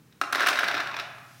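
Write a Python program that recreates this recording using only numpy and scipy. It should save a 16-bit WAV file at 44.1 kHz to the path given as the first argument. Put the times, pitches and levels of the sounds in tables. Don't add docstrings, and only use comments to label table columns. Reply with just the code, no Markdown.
import sys
import numpy as np
from scipy import signal
from scipy.fft import rfft, irfft
from scipy.io import wavfile

SR = 44100
rng = np.random.default_rng(int(sys.argv[2]) if len(sys.argv) > 2 else 0)


def unload_wav(signal):
    wavfile.write(
        sys.argv[1],
        SR,
        np.round(np.clip(np.atleast_2d(signal).T, -1, 1) * 32767).astype(np.int16),
    )


N = 61739


def undb(db):
    return 10 ** (np.asarray(db) / 20)


def unit(x):
    return x / np.sqrt(np.mean(x ** 2))


def on_log_axis(points, hz):
    f, v = np.array(points, float).T
    return np.interp(np.log(np.maximum(hz, 1)), np.log(f), v)


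def envelope(points):
    return undb(np.interp(np.arange(N) / SR, *np.array(points).T))


def noise(spectrum):
    gain = undb(on_log_axis(spectrum, np.fft.rfftfreq(N, 1 / SR)))
    return unit(irfft(rfft(rng.standard_normal(N)) * gain, N))


def decay(t, t60):
    return np.exp(-np.log(1000) * t / t60)


def add(out, start_s, sound):
    i = int(np.clip(start_s * SR, 0, N - 1))
    out[i:i + len(sound)] += sound[:N - i]


def high_pass(x, hz):
    return signal.sosfilt(signal.butter(2, hz, "high", fs=SR, output="sos"), x)


# (frequency [Hz], relative level [dB])
AIR_SPECTRUM = [(25, -28), (65, -6.5), (100, -14.5), (135, -5.5), (250, -9), (420, -17), (700, -24.5),
                (1350, -23.5), (3000, -30), (11400, -37), (16000, -34.5)]
HISS_SPECTRUM = [(500, -59), (3000, 3), (6000, 2.5), (7500, -2.5), (10000, -1.5), (13500, -4.5),
                 (16000, -5.5)]
# (time [s], level [dB])
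AIR_ENVELOPE = [(0, -58.5), (.2, -58.5), (.6, -53), (1.1, -59.5), (1.4, -62)]
HISS_ENVELOPE = [(0, -78), (.9, -66), (1.25, -61.5), (1.4, -58)]
HUM_ENVELOPE = [(0, -65), (.6, -71), (.8, -55), (1.1, -58), (1.4, -55.5)]

def background(hum_hz=124, half_width_hz=36, waver=0.55):
    t, hz = np.arange(N) / SR, np.fft.rfftfreq(N, 1 / SR)
    narrowband = unit(irfft(rfft(rng.standard_normal(N)) / (1 + ((hz - hum_hz) / half_width_hz) ** 4), N))
    hum = unit(np.sin(2 * np.pi * hum_hz * t) + waver * narrowband)
    air = noise(AIR_SPECTRUM) * envelope(AIR_ENVELOPE)
    hiss = noise(HISS_SPECTRUM) * envelope(HISS_ENVELOPE)
    return air + hiss + hum * envelope(HUM_ENVELOPE)


ATTACK_S, KNOCK_RISE_S, MODE_SPREAD = 0.00071, 0.0014, 0.017
# (frequency [Hz], level relative to the knock tone [dB], decay time T60 [s])
TABLE_TOP_MODES = [(275.5, -33.5, 0.066), (389.4, -27.5, 0.039), (567.5, -28.5, 0.033), (707.5, -22, 0.041),
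                   (823, -25, 0.046), (1058.5, -16.5, 0.03), (1407, -24, 0.06), (1652, -17.5, 0.035),
                   (2040, -19, .025), (2795, -31, 0.075), (3777, -30.5, 0.053)]
# (frequency [Hz], relative level [dB])
THUD_SPECTRUM = [(60, -52), (150, -20), (280, -8.5), (430, -4), (505, -32), (600, -14.5), (700, -6.5),
                 (900, -4), (1400, 5), (1750, 4.5), (2300, -13), (4000, -62)]
CRACK_SPECTRUM = [(100, -58), (900, -20), (1700, 0), (2400, 1.5), (3150, -5.5), (3800, -2.5), (4600, -8),
                  (5600, -8.5), (6600, -21.5), (10000, -31)]
TICK_SPECTRUM = [(500, -59), (3000, 3), (6000, 2.5), (7500, -2.5), (10000, -1.5), (13500, -4.5),
                 (16000, -5.5)]

def impacts(rows, mix_db):
    size = SR // 10
    t, out = np.arange(size) / SR, np.zeros(N)
    attack = 1 - np.exp(-(t / ATTACK_S) ** 2)
    knock_rise = 1 - np.exp(-(t / KNOCK_RISE_S) ** 2)
    thud, crack, tick = noise(THUD_SPECTRUM), noise(CRACK_SPECTRUM), noise(TICK_SPECTRUM)
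    ring_gain, thud_gain, crack_gain, tick_gain = undb(mix_db)
    for start, knock_db, crack_db, tick_db, knock_hz in rows:
        first = rng.integers(N - size)
        part = slice(first, first + size)
        ring = decay(t, t60=0.014) * np.sin(2 * np.pi * knock_hz * t)
        for hz, db, t60 in TABLE_TOP_MODES:
            detune = np.exp(MODE_SPREAD * rng.standard_normal())
            sign = rng.choice([-1, 1])
            ring += sign * undb(db) * decay(t, t60) * np.sin(2 * np.pi * hz * detune * t)
        knock = undb(knock_db) * (ring_gain * ring + thud_gain * thud[part] * decay(t, t60=0.034))
        shell = undb(crack_db) * crack_gain * crack[part] * decay(t, t60=0.037)
        bright = undb(tick_db) * tick_gain * tick[part] * decay(t, t60=0.024)
        add(out, start, knock_rise * knock + attack * (shell + bright))
    return high_pass(out, hz=186)


SNAP_MIX_DB = (7.5, -13, -0.5, 4)
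# (time [s], knock [dB], crack [dB], tick [dB], knock frequency [Hz])
CUTTER_SNAPS = [(.1242, -76.5, -51, -73, 1350), (.2133, -11.5, -21.5, -35, 1320),
                (.2362, -20, -34, -59, 1370)]

def cutter():
    return impacts(CUTTER_SNAPS, SNAP_MIX_DB)


# (frequency [Hz], T60 [s])
REVERB_T60 = [(150, 0.52), (500, 0.88), (1400, 1.2454), (3000, 0.84), (6000, 0.28), (14000, 1)]
# (frequency [Hz], relative level [dB])
REVERB_SPECTRUM = [(100, -12), (240, -1), (380, 2), (500, -1), (580, 9), (750, 4), (1050, -1), (1400, -2),
                   (2500, -.5), (5000, -1.5), (8000, 2), (15000, -8.5)]

def room(x, tail_db=-1.3, early_db=-10.5, onset_s=0.007):
    t, hz = np.arange(N) / SR, np.fft.rfftfreq(N, 1 / SR)
    spectrum = rfft(rng.standard_normal(N)) * undb(on_log_axis(REVERB_SPECTRUM, hz))
    tail = np.zeros(N)
    for centre_hz in 62.5 * 2 ** np.arange(9):
        band = np.clip(1 - abs(np.log2(np.maximum(hz, 1) / centre_hz)), 0, 1)
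        tail += irfft(spectrum * band, N) * decay(t, on_log_axis(REVERB_T60, centre_hz))
    tail *= np.sqrt(2 * np.log(1000) / SR)
    early = unit(rng.standard_normal(N) * decay(t, t60=0.1)) / np.sqrt(N)
    onset = 1 - np.exp(-(t / onset_s) ** 2)
    response = (undb(tail_db) * tail + undb(early_db) * early) * onset
    return signal.fftconvolve(x, response)[:N]


LANDING_MIX_DB = (6.5, -7.5, 0, 2)
# (time [s], knock [dB], crack [dB], tick [dB], knock frequency [Hz])
PIECE_LANDINGS = [(0.325, -20.5, -26.5, -27.5, 1550), (0.3285, -14, -23.5, -32.5, 1390),
                  (0.348, -17.5, -23, -35, 1290), (0.355, -15.5, -25, -31.5, 1756),
                  (0.3675, -24.5, -44, -52.0, 1640), (0.381, -19.5, -29.5, -44, 1400),
                  (0.3955, -18.5, -34, -37, 1470), (0.4053, -11.5, -26, -32, 1653),
                  (0.4075, -22.5, -30, -36, 1460), (0.4145, -16.5, -29, -43, 1590),
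                  (0.4195, -30, -23, -51.5, 1400), (0.427, -22, -36, -39.5, 1290),
                  (0.4315, -15, -27, -39, 1330), (0.4383, -16.5, -38, -48, 1430),
                  (0.4615, -15.5, -19.5, -40, 1370), (0.4683, -13, -21.5, -26, 1480),
                  (0.4715, -38, -18.5, -26.5, 1470), (0.481, -20, -42, -34, 1440),
                  (0.4855, -14, -17, -25, 1340), (0.4885, -17.5, -28, -29, 1330),
                  (0.497, -24, -27.5, -35, 1600), (0.505, -18.5, -27, -33, 1435),
                  (0.529, -22, -24.5, -41, 1390), (0.556, -21.5, -25.5, -53, 1640),
                  (0.572, -21, -23, -49, 1230), (0.5882, -14.5, -24, -36, 1625),
                  (0.5915, -22, -23, -32.5, 1390), (0.6055, -23.5, -27.5, -61, 1460),
                  (0.63, -19.5, -34, -39, 1610), (0.633, -14, -25, -52.0, 1447),
                  (0.64, -25.5, -22.5, -39, 1320), (0.678, -24.5, -29.0, -40, 1460),
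                  (0.6832, -16.5, -21.5, -36, 1510), (0.7127, -19.5, -24.5, -45, 1420),
                  (0.7416, -16, -23.5, -64, 1437), (0.749, -26, -25.5, -65, 1430),
                  (0.767, -25.5, -28, -49, 1300), (0.778, -24, -24.5, -62, 1080),
                  (0.8012, -22, -25, -48, 1430), (0.8045, -23.5, -29, -56, 1490),
                  (0.819, -34, -43, -64, 1650), (0.8708, -47, -31.0, -46.5, 1180),
                  (0.9415, -27.5, -33.5, -67, 910), (0.966, -24, -29.5, -44.5, 1570),
                  (0.988, -24.5, -30.5, -52.0, 1310), (0.9965, -23, -26.5, -42.5, 1274),
                  (0.9995, -41, -31, -56, 1500), (1.1826, -36.5, -52, -57, 1250)]

def landings(spots=4):
    return [impacts(PIECE_LANDINGS[spot::spots], LANDING_MIX_DB) for spot in range(spots)]


# (time [s], relative level [dB])
REBOUND_ENVELOPE = [(.33, -38), (.395, -22), (.42, -25.5), (.5, -29), (.55, -31.5), (0.751, -27),
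                    (.84, -37), (0.989, -35), (1.06, -46)]

def rebounds(count=80, spread_db=2, crack_db=-7, tick_db=-42, centre_hz=1422, pitch_spread=0.143):
    times, levels = np.array(REBOUND_ENVELOPE).T
    starts = times[0] + (times[-1] - times[0]) * (np.arange(count) + rng.random(count)) / count
    strength, pitch = rng.standard_normal((count, 2)).T
    db = np.interp(starts, times, levels) + spread_db * strength
    hz = centre_hz * np.exp(pitch_spread * pitch)
    return impacts(np.column_stack([starts, db, db + crack_db, db + tick_db, hz]), LANDING_MIX_DB)


# (time [s], frequency [Hz], level [dB], decay time T60 [s])
PIECE_CLINKS = [(.871, 3300, -33, 0.013), (.9415, 2497, -27, 0.044), (.966, 3460, -32.5, 0.043),
                (.998, 2320, -34, 0.016)]

def clinks():
    t, out = np.arange(N) / SR, np.zeros(N)
    attack = 1 - np.exp(-t / ATTACK_S)
    for start, hz, db, t60 in PIECE_CLINKS:
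        add(out, start, undb(db) * attack * decay(t, t60) * np.sin(2 * np.pi * hz * t))
    return out


def scene():
    snaps = cutter()
    pieces = sum(source + room(source) for source in [*landings(), rebounds() + clinks()])
    snap_reverb = undb(-1) * room(snaps)
    return (snaps + snap_reverb + pieces + background())[None, :]


def record(dry, low_hz=86, top_hz=15900):
    low_pass = signal.ellip(10, .2, 80, top_hz, fs=SR, output="sos")
    return signal.sosfilt(low_pass, high_pass(dry, low_hz))


dry = scene()
out = record(dry)
unload_wav(out)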